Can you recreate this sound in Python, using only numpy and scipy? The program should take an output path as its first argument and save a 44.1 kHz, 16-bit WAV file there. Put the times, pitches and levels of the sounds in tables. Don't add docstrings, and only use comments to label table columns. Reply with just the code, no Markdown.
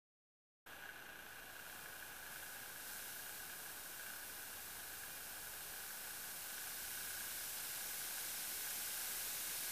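import sys
import numpy as np
from scipy import signal
from scipy.fft import rfft, irfft
from scipy.io import wavfile
from scipy.ndimage import uniform_filter1d

SR = 44100
rng = np.random.default_rng(int(sys.argv[2]) if len(sys.argv) > 2 else 0)


def store_pcm(level_fs):
    pcm = np.round(np.clip(level_fs, -1, 1) * 32767).astype(np.int16)
    wavfile.write(sys.argv[1], SR, np.atleast_2d(pcm).T)


N = 428211
TIME = np.arange(N) / SR
FREQS = np.fft.rfftfreq(N, 1 / SR)
TURNS_PER_S = 29.956

# start_s, length_s, glow_rise_db
VOLTAGE_STEPS = [(1.15, .15, 3.5), (1.47, 0.24, 4.5), (2.269, .06, 2.5), (2.772, .11, 3),
                 (5.15, 1.02, 1.41), (6.301, .62, 2), (7.099, 1.95, 1.8)]
# frequency_hz, gain_db
FIZZ_SPECTRUM = [(300, -24), (2000, -10.5), (4000, -5.8), (5500, -4.3), (7200, -4.7), (8400, -2),
                 (9400, -3), (11300, -2.2), (12500, -.8), (15000, -1.5)]
# frequency_hz, gain_db
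HISS_SPECTRUM = [(150, -14), (1200, -11), (2200, -5.5), (4600, -4), (5600, -2), (7200, -3.2), (8300, -1),
                 (9500, -2.2), (12500, -.4), (15000, -1.8)]
# centre_hz, width_hz, lift_db
BENCH_BANDS = [(2200, 160, 3.5), (2800, 150, 1.5), (3800, 170, 2.5), (4230, 150, 2), (5200, 180, 1.3),
               (8400, 500, .8), (10350, 550, 3), (13750, 700, 2)]
# place_turns, force_before_db, force_after_db
CONTACTS = [(.125, -10, -2.5), (0.674, 0, -7), (.885, -1.5, 1)]
# pitch_hz, width_hz, gain_db
METAL_MODES = [(770, 125, -14.5), (1234, 83, -11.5), (1500.5, 133, 1.5), (1647, 110, 0.5),
               (2316, 210, -15.5), (2790, 180, -13.5), (3200, 360, -16.5), (4030, 620, -22),
               (6100, 460, -18.5)]
# middle_s, length_s, lift_db
RATTLE_SURGES = [(2.35, 1.6, 2.5), (4.07, 0.26, 3.5), (6.581, .14, 2.5), (7.1, 0.54, 3.5),
                 (8.678, .11, 5.5), (8.969, .12, 5)]
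# start_s, strength_db
HARD_KNOCKS = [(0.837, -41), (0.8909, -40), (1.6973, -38), (1.8586, -39), (1.999, -40), (2.0258, -42),
               (2.2634, -40), (2.359, -40), (2.3994, -40), (3.4988, -39), (4.067, -38), (4.7666, -43),
               (5.035, -38.5), (5.1744, -42), (6.5804, -39), (7.2072, -38), (8.182, -37)]
# pitch_hz, resting_level_db
HUM_TONES = [(59.9, -84), (79.3, -81), (119.8, -86.5)]
# pitch_hz, middle_s, length_s, lift_db
HUM_SWELLS = [(59.9, 2.2, .65, 8), (79.3, 4.86, 1.45, 8.5), (59.9, 5.55, .55, 7), (79.3, 7.15, 1.2, 9.5),
              (59.9, 9.5, 0.85, 7)]
# frequency_hz, gain_db
AIR_SPECTRUM = [(15, -7), (45, -4), (70, -3), (110, -3.5), (135, -.5), (280, -1), (600, .3), (1100, 0),
                (1700, -1), (2050, -4), (2700, -3), (3900, -7.5), (4600, -14), (9000, -19), (15000, -24)]
# centre_hz, width_hz, lift_db
HOUSING_BANDS = [(786, 123, 4), (1584, 235, 6.5), (2438, 33, 8), (2795, 84, 4.5)]


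def gain_of(db):
    return 10 ** (np.asarray(db) / 20)


def unit_rms(x):
    return x / np.sqrt(np.mean(x ** 2) + 1e-20)


def drift(hz):
    return unit_rms(irfft(rfft(rng.standard_normal(N)) * np.exp(-(FREQS / hz) ** 2), N))


def ramp(start_s, length_s):
    return np.clip((TIME - start_s) / length_s, 0, 1)


def swell(middle_s, length_s):
    return np.sin(np.pi * ramp(middle_s - length_s / 2, length_s))


def coloured(x, spectrum, bands):
    hz, db = np.transpose(spectrum)
    shape_db = np.interp(np.log(FREQS + 1), np.log(hz), db)
    for centre_hz, width_hz, lift_db in bands:
        shape_db += lift_db * np.exp(-2 * ((FREQS - centre_hz) / width_hz) ** 2)
    return unit_rms(irfft(rfft(x) * gain_of(shape_db), N))


def glow(ignition_db=-65.5, settle_at_s=3.0, settle_s=.55, settle_db=1.7, creep_db_per_s=.413):
    turned_db = sum(rise_db * ramp(start, length) for start, length, rise_db in VOLTAGE_STEPS)
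    creep_db = creep_db_per_s * np.maximum(TIME - settle_at_s - settle_s, 0)
    return ignition_db + turned_db - settle_db * ramp(settle_at_s, settle_s) + creep_db


def plasma(fizz_db=-53, hiss_db=-47, fizz_sparks_per_s=200000, brisk_db_per_s=4, gain_db=3):
    glow_db = glow()
    rise_db_per_s = uniform_filter1d(np.gradient(glow_db, TIME), round(.7 * SR))
    spreading = np.clip(rise_db_per_s / brisk_db_per_s, 0, 1)
    ripple = 1 + np.sin(2 * np.pi * 100 * TIME) * (.03 + .12 * spreading ** 2)
    per_sample = fizz_sparks_per_s * gain_of(glow_db - fizz_db) / SR
    sparks = np.sqrt(rng.poisson(per_sample * ripple) / per_sample) * rng.standard_normal(N)
    fizz = coloured(sparks, FIZZ_SPECTRUM, BENCH_BANDS)
    hiss = coloured(sparks, HISS_SPECTRUM, BENCH_BANDS)
    covered = np.clip((glow_db - fizz_db) / (hiss_db - fizz_db), 0, 1)
    return ((1 - covered) * fizz + covered * hiss) * gain_of(glow_db + gain_db)


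def metal_ring(blows):
    power = sum(gain_of(db) ** 2 / (1 + ((FREQS - hz) / (.56 * width_hz)) ** 2) ** 2
                for hz, width_hz, db in METAL_MODES)
    log_gain = np.log(np.maximum(power, 1e-9)) / 2
    cepstrum = irfft(log_gain, N) * (1 + np.sign(np.fft.fftfreq(N)))
    return irfft(rfft(blows) * np.exp(rfft(cepstrum)), N)


def contact_blows(chatter_per_s=430, chatter_db=-13.5, jitter_s=.000796, uneven_db=4.5, reseat_s=(4.4, 6)):
    turns = np.arange(int(N / SR * TURNS_PER_S))
    blows = gain_of(chatter_db) * rng.standard_normal(N) * (rng.random(N) < chatter_per_s / SR)
    for place, before_db, after_db in CONTACTS:
        late, size, side = rng.standard_normal((len(turns), 3)).T
        at_s = (turns + place) / TURNS_PER_S + jitter_s * late
        force_db = np.interp(at_s, reseat_s, [before_db, after_db]) + uneven_db * np.tanh(size)
        blows[np.clip((at_s * SR).astype(int), 0, N - 1)] += np.sign(side) * gain_of(force_db)
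    return blows


def rattle(level_db=-60, ease_db_per_s=.07):
    surge_db = sum(lift_db * swell(middle, length) for middle, length, lift_db in RATTLE_SURGES)
    return gain_of(level_db + surge_db - ease_db_per_s * TIME) * unit_rms(metal_ring(contact_blows()))


def in_room(direct, t60_s=.13, tail_db=-8.5):
    t = TIME[:SR // 2]
    tail = rng.standard_normal(len(t)) * gain_of(-60 * t / t60_s) * (t > .004)
    return direct + gain_of(tail_db) * signal.fftconvolve(direct, tail / np.linalg.norm(tail))[:N]


def drive_tone(centre_hz=12258, wander_hz=2, level_db=-71):
    angle = 2 * np.pi * TURNS_PER_S * TIME
    swing_hz = 42 * np.cos(angle) - 16 * np.cos(2 * angle)
    pitch_hz = centre_hz + swing_hz + wander_hz * drift(hz=4)
    return gain_of(level_db) * unit_rms(np.sin(2 * np.pi * np.cumsum(pitch_hz) / SR))


def hum(mains_hz=50, mains_db=-84, wander_hz=.44, waver_db=1.5):
    tones = gain_of(mains_db) * unit_rms(np.sin(2 * np.pi * mains_hz * TIME))
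    for hz, rest_db in HUM_TONES:
        swell_db = sum(lift_db * swell(middle, length)
                       for tone_hz, middle, length, lift_db in HUM_SWELLS if tone_hz == hz)
        phase = 2 * np.pi * np.cumsum(hz + wander_hz * drift(hz=3.6)) / SR
        tones += gain_of(rest_db + swell_db + waver_db * drift(hz=3)) * unit_rms(np.sin(phase))
    return tones


def cooling_air(level_db=-57.5):
    return coloured(rng.standard_normal(N), AIR_SPECTRUM, HOUSING_BANDS) * gain_of(level_db)


def knocks(band_hz=(1700, 2700), trim_db=-3.7):
    blows = np.zeros(N)
    for start_s, strength_db in HARD_KNOCKS:
        blows[round(start_s * SR)] = gain_of(strength_db + trim_db)
    ring = metal_ring(signal.unit_impulse(N))[:SR // 10]
    knock = signal.lfilter(*signal.butter(1, band_hz, "band", fs=SR), ring)
    return signal.oaconvolve(blows, knock / abs(knock).max())[:N]


def scene():
    sound = plasma() + in_room(rattle() + knocks()) + drive_tone() + hum() + cooling_air()
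    return np.array([sound, sound])


def record(dry, offset=.0005, switch_in_s=.66, cutoff_hz=15030):
    opened = (dry - offset) * ramp(switch_in_s, length_s=.008)
    lowpass = signal.firwin(2047, cutoff_hz, window=("kaiser", 9), fs=SR)
    return signal.oaconvolve(opened, lowpass[None], "same")


dry = scene()
out = record(dry)
store_pcm(out)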